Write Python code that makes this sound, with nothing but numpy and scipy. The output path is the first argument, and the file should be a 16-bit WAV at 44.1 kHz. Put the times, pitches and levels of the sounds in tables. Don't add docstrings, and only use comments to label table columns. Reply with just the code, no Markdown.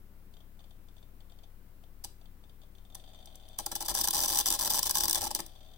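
import sys
import numpy as np
from scipy import signal
from scipy.fft import rfft, irfft
from scipy.io import wavfile
from scipy.ndimage import map_coordinates

SR = 44100
rng = np.random.default_rng(int(sys.argv[2]) if len(sys.argv) > 2 else 0)


def materialize(psi):
    bounded = np.clip(np.atleast_2d(psi).T, -1, 1)
    quanta = np.round(bounded * 32767).astype(np.int16)
    wavfile.write(sys.argv[1], SR, quanta)


N = 254589
TIME = np.arange(N) / SR
BASS_PAN_DB = 8
STEADY_START_S = 2.95


def from_db(db):
    return 10 ** (np.asarray(db) / 20)


def unit_rms(x):
    return x / np.sqrt(np.mean(x ** 2) + 1e-20)


def pan(balance_db):
    left = from_db(np.atleast_1d(balance_db))
    return 2 * np.array([left, np.ones_like(left)]) / (1 + left)


def per_bin(points, size):
    hz, value = np.transpose(points)
    return np.interp(np.log(np.arange(size // 2 + 1) * SR / size + 1), np.log(hz), value)


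def drift(per_s):
    knots = rng.standard_normal(4000)
    return unit_rms(map_coordinates(knots, [TIME * per_s], order=3, mode="wrap"))


def resonate(drive, modes):
    out = 0
    for k, (hz, width, db) in enumerate(modes):
        r = np.exp(-np.pi * width / SR)
        poles = [1, -2 * r * np.cos(2 * np.pi * hz / SR), r * r]
        gain = (-1) ** k * from_db(db) * (1 - r * r) / 2
        out = out + gain * signal.lfilter([1, 0, -1], poles, drive + 1e-18)
    return out


def impact_power(events, decay_s):
    power = np.zeros(N)
    for s, db in events:
        power[min(int(s * SR), N - 1)] += from_db(db) ** 2
    return signal.lfilter([1], [1, -np.exp(-2 / (decay_s * SR))], power + 1e-20)


def held_power(spells, edge_s):
    power = np.zeros(N)
    for start, end, db in spells:
        power[int(start * SR):int(end * SR)] = from_db(db) ** 2
    r = np.exp(-1 / (edge_s * SR))
    return signal.lfilter([1 - r], [1, -r], power + 1e-20)


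def micro_hits(per_s, spread_db):
    force = from_db(spread_db * np.clip(rng.standard_normal(N), -2, 2)) * rng.choice([-1, 1], N)
    return unit_rms(force * (rng.random(N) < per_s / SR))


# f/Hz, relative spectral level/dB
AIR_SPECTRUM = [(18, -9.5), (30, -5), (45, -19.5), (104, -18), (145, -21.5), (200, -18.5), (360, -24),
                (730, -31), (1320, -33.5), (2400, -39.5), (6500, -46), (10000, -43), (14000, -37.5),
                (15800, -36)]
# f/Hz, correlation coefficient
AIR_CORRELATION = [(60, 0.73), (240, 0.8), (950, -0.17), (3770, -0.31), (15000, -0.089)]
# f/Hz, left minus right level/dB
AIR_PAN = [(60, 8.5), (240, 6.5), (950, 6.5), (3770, 0.5), (15000, 5)]


def air(rms_db=-59):
    mid, side = rfft(rng.standard_normal((2, N)))
    alike = np.clip(per_bin(AIR_CORRELATION, N), 0, .98)
    white = np.sqrt(1 + alike) * mid + np.sqrt(1 - alike) * side * [[1], [-1]]
    noise = irfft(white * from_db(per_bin(AIR_SPECTRUM, N)) * pan(per_bin(AIR_PAN, N)), N)
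    return from_db(rms_db) * unit_rms(noise)


# f/Hz, relative level/dB
REVERB_SPECTRUM = [(200, 7.5), (400, 12), (600, 7.5), (850, 0.5), (2000, 5.5), (3500, 7.5), (4200, 6),
                   (5800, -1.5), (6700, 0), (7600, -0.5), (8500, 3), (10500, -1.5), (16000, 0)]


def room(sound, t60_s=0.3, first_echo_s=0.00192):
    size = SR // 2
    t = TIME[:size]
    tail = rng.standard_normal((2, size)) * from_db(-60 * t / t60_s)
    tail = irfft(rfft(tail) * from_db(per_bin(REVERB_SPECTRUM, size)), size) * (t > first_echo_s)
    tail /= np.sqrt(np.sum(tail ** 2, axis=1, keepdims=True))
    return signal.fftconvolve(sound, tail, axes=1)[:, :N]


# f/Hz, level/dB
MOTOR_PARTIALS = [(18.9, -52), (56.7, -62), (90.3, -66), (120, -75), (182, -73.5)]


def motor(wander_cycles=0.11, waver_db=0.1):
    hum = 0
    for hz, db in MOTOR_PARTIALS:
        amplitude = np.sqrt(2) * from_db(db + waver_db * np.tanh(drift(per_s=2.36)))
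        cycles = hz * TIME + wander_cycles * drift(per_s=1.372)
        hum += amplitude * np.sin(2 * np.pi * cycles)
    return hum * pan(BASS_PAN_DB)


# f/Hz, level/dB
WHINE_TONES = [(522.2, -78), (597.5, -80), (635.2, -74), (753.7, -73)]


def whine(gain_db=-1, onset_s=0.067):
    tones = sum(from_db(db) * np.sin(2 * np.pi * hz * TIME + rng.uniform(0, 2 * np.pi))
                for hz, db in WHINE_TONES)
    envelope = np.clip((TIME - STEADY_START_S + onset_s) / onset_s, 0, 1)
    return np.sqrt(2) * from_db(gain_db) * envelope * tones * pan(BASS_PAN_DB)


STRAY_TICKS = [0.338, 0.3676, 0.4038, 0.592, 0.6036, 0.6403, 0.7074, 0.885, 0.9659, 0.981, 1.0273, 1.2044,
               1.297, 1.3192, 1.3876, 1.4332, 1.439, 1.8361, 2.212, 2.2558, 2.4376, 2.495, 2.616, 2.6339,
               2.75, 2.7822, 2.85, 2.9006, 2.9234]
# f/Hz, bandwidth/Hz, gain/dB
VESSEL_RESONANCES = [(625, 81, 3), (780, 164, 0.5), (2860, 880, -13.5), (3170, 133, 1), (3570, 91, 4.5),
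                     (4170, 190, -8.5), (4650, 150, -5), (6030, 63, -4), (7870, 1700, -17)]


def stir_bar(stray_db=-42.5, steady_db=-44, ticks_per_s=72, jitter=0.25, fade_db_per_s=0.3, spread_db=2.65):
    beats = np.arange(400)
    time_scatter, level_scatter = rng.standard_normal((len(beats), 2)).T
    times = STEADY_START_S + (beats + jitter * time_scatter) / ticks_per_s
    levels = steady_db - fade_db_per_s * (times - STEADY_START_S) + spread_db * level_scatter
    steady = [(s, db) for s, db in zip(times, levels) if s < TIME[-1]]
    stray = [(s, stray_db) for s in STRAY_TICKS]
    force = np.sqrt(impact_power(stray, decay_s=0.0042) + impact_power(steady, decay_s=0.0077))
    grain = 0.27 * rng.standard_normal(N) + rng.standard_normal((2, N))
    return resonate(force * grain, VESSEL_RESONANCES) * pan(balance_db=3)


# t/s, level/dB
DISTINCT_SNAPS = [(2.0434, -55), (2.0456, -39), (2.952, -38), (3.2576, -46), (3.3554, -44), (3.4868, -49.5),
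                  (3.587, -24), (3.6627, -23.5), (3.7533, -24), (3.8074, -29.5), (3.884, -24),
                  (3.95, -20.5), (3.9727, -24), (3.988, -24), (4.0125, -19), (4.041, -23), (4.074, -20),
                  (4.0844, -19), (4.1074, -19), (4.2587, -23), (4.307, -25.5), (4.373, -21),
                  (4.3874, -15.5), (4.4586, -20), (4.5033, -17.5), (4.5245, -20), (4.5498, -26),
                  (4.704, -19.5), (4.7914, -17), (4.8297, -19), (4.859, -24), (4.895, -22.5),
                  (4.9099, -18.5), (4.954, -19.5), (4.9707, -19.5), (4.9835, -21), (5.0064, -20.5),
                  (5.0355, -19.5), (5.0428, -23.5), (5.0548, -20.5), (5.0814, -18.5), (5.0965, -18.5),
                  (5.11, -19), (5.1292, -18.5), (5.147, -21.5), (5.1558, -19.5), (5.3495, -19.5),
                  (5.4632, -39.5)]
# start/s, end/s, relay level/dB, case level/dB
BOUNCE_SPELLS = [(2.038, 2.049, -34.5, -48.5), (2.946, 2.952, -40, -50), (3.588, 3.603, -32, -40.5),
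                 (3.664, 3.668, -30, -40.5), (3.714, 3.725, -29, -39.5), (3.758, 3.761, -24, -39.5),
                 (3.803, 3.828, -33, -42.5), (3.848, 3.869, -37, -49), (3.88, 3.916, -29.5, -41),
                 (3.94, 4.018, -31, -45.5), (4.034, 4.053, -27, -44), (4.074, 4.081, -38, -43.5),
                 (4.129, 4.259, -27, -43), (4.275, 4.417, -31.5, -44.5), (4.458, 4.487, -25, -42),
                 (4.498, 4.561, -30, -44), (4.587, 4.679, -29, -41.5), (4.694, 4.793, -28.5, -43.5),
                 (4.824, 4.843, -32, -54), (4.851, 4.876, -28, -44), (4.893, 4.908, -27, -43.5),
                 (4.94, 4.99, -30, -46.5), (4.998, 5.06, -31.5, -45.5), (5.076, 5.112, -35, -46.5),
                 (5.141, 5.187, -30, -40), (5.207, 5.251, -28, -40.5), (5.262, 5.275, -28, -38.5),
                 (5.305, 5.313, -26.5, -38), (5.348, 5.363, -32, -42), (5.389, 5.402, -29, -37)]
# t/s, level/dB
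CLOSING_LEVELS = [(3.55, -43), (3.9, -33.5), (4.18, -23), (4.5, -23.5), (4.79, -25), (4.84, -29),
                  (5.25, -45)]


def armature_snaps(gap_s=0.0095, jitter=0.5, spread_db=1):
    snaps = list(DISTINCT_SNAPS)
    distinct_s = np.array(DISTINCT_SNAPS)[:, 0]
    for start, end, _, _ in BOUNCE_SPELLS:
        gaps = gap_s * (1 + jitter * rng.uniform(-0.83, 1, size=24))
        times = start + np.cumsum(gaps) - gaps[0] / 2
        levels = np.interp(times, *np.transpose(CLOSING_LEVELS))
        levels += spread_db * rng.standard_normal(len(times))
        snaps += [(s, db) for s, db in zip(times, levels)
                  if s < end and np.abs(distinct_s - s).min() > gap_s / 2]
    return snaps


# f/Hz, bandwidth/Hz, gain for bounces/dB, gain for snaps/dB
PANEL_MODES = [(47.3, 20.3, 6.5, 4.5), (172, 54, -3.5, 0.5), (224, 54, -2, -0.5), (335.6, 28, 2, 4.5),
               (467, 310, -4.5, -17), (601, 36, 5, -10), (818.6, 52.6, 13, 8.5), (970, 155, 4.5, 10.5),
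               (1053.6, 89, 4.5, 13), (1366, 45, -5, -2), (1654, 142, -7.5, 2)]


def case(snaps, swell, shake_db=10, knock_db=-5, unshared_db=-9, travel_s=0.00046):
    def transmitted(db, firm_db):
        return db + 0.52 * min(db - firm_db, 0)

    shakes = [(start, end, shake_db + transmitted(db, firm_db=-46)) for start, end, _, db in BOUNCE_SPELLS]
    knocks = [(s + travel_s, knock_db + transmitted(db, firm_db=-27)) for s, db in snaps]
    shake = swell * np.sqrt(held_power(shakes, edge_s=0.0015))
    knock = np.sqrt(impact_power(knocks, decay_s=0.0015))
    grain = micro_hits(per_s=5000, spread_db=2) + from_db(unshared_db) * rng.standard_normal((2, N))
    shaken = resonate(shake * grain, [(hz, width, db) for hz, width, db, _ in PANEL_MODES])
    knocked = resonate(knock * grain, [(hz, width, db) for hz, width, _, db in PANEL_MODES])
    return (shaken + knocked) * pan(BASS_PAN_DB)


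# f/Hz, bandwidth/Hz, left gain/dB, right gain/dB, left-right likeness
FRAME_MODES = [(2900, 310, -10.5, -8, -1.06), (3040, 102, -0.5, -2.5, -0.19), (3580, 129, 5, -13, -0.72),
               (4003, 114, 1, 1.5, -0.19), (4867, 377, 7.5, -42, .3), (5350, 110, -32, 5.5, -0.28),
               (5766, 540, 3.5, 6, 0.39), (6130, 375, 7, 5, 0.64), (6780, 130, 2, -12, -0.1),
               (7480, 156, -5, 5, -0.76), (7740, 235, 4, -12, 0.26), (8640, 1050, 2, 3, 0.0021),
               (9420, 120, 10.5, -6, 0.43), (10110, 1020, 0.5, 0.5, -0.37), (12130, 414, 7, 1.5, 0.25),
               (14360, 490, 3.5, 4.5, 0.14), (14700, 270, -20, -14, .5), (15260, 240, 6, -3, 0.1)]


def relay(snaps, swell, lead_in_db=-15, strike_db=9.5, snap_db=3, rattle_db=-3, flutter_db=4,
          lead_in_s=0.0033, right_lag_s=0.00025, soft_hz=14000):
    lead_in = impact_power([(s - lead_in_s, db + lead_in_db) for s, db in snaps], decay_s=0.0034)
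    snap = impact_power([(s, db + snap_db) for s, db in snaps], decay_s=0.0022)
    spells = [(start, end, db + rattle_db) for start, end, db, _ in BOUNCE_SPELLS]
    rattle = swell * np.sqrt(held_power(spells, edge_s=0.002)) * from_db(flutter_db * drift(per_s=450))
    drives = np.zeros((2, N))
    for s, db in snaps:
        drives[0, int(s * SR)] = drives[1, int((s + right_lag_s) * SR)] = from_db(db + strike_db)
    soften = signal.butter(1, soft_hz, fs=SR)
    for drive in drives:
        drive += np.sqrt(snap + lead_in) * micro_hits(per_s=36000, spread_db=3)
        drive += signal.lfilter(*soften, rattle * micro_hits(per_s=14000, spread_db=5.5))
    near, far = drives
    out = np.zeros((2, N))
    for k, (hz, width, left_db, right_db, alike) in enumerate(FRAME_MODES):
        alike = np.clip(alike, -1, 1)
        right_drive = alike * near + np.sqrt(1 - alike ** 2) * far
        out[0] += (-1) ** k * resonate(near, [(hz, width, left_db)])
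        out[1] += (-1) ** k * resonate(right_drive, [(hz, width, right_db)])
    return out


def scene(swell_db=0.5, click_reverb_db=-11, tick_reverb_db=-12):
    snaps = armature_snaps()
    swell = from_db(swell_db * drift(per_s=79))
    clicks = relay(snaps, swell) + case(snaps, swell)
    ticks = stir_bar()
    reverb = room(from_db(click_reverb_db) * clicks + from_db(tick_reverb_db) * ticks)
    return clicks + ticks + reverb + motor() + whine() + air()


def record(dry, cutoff_hz=15900):
    return signal.sosfilt(signal.ellip(10, .2, 70, cutoff_hz, fs=SR, output="sos"), dry)


dry = scene()
out = record(dry)
materialize(out)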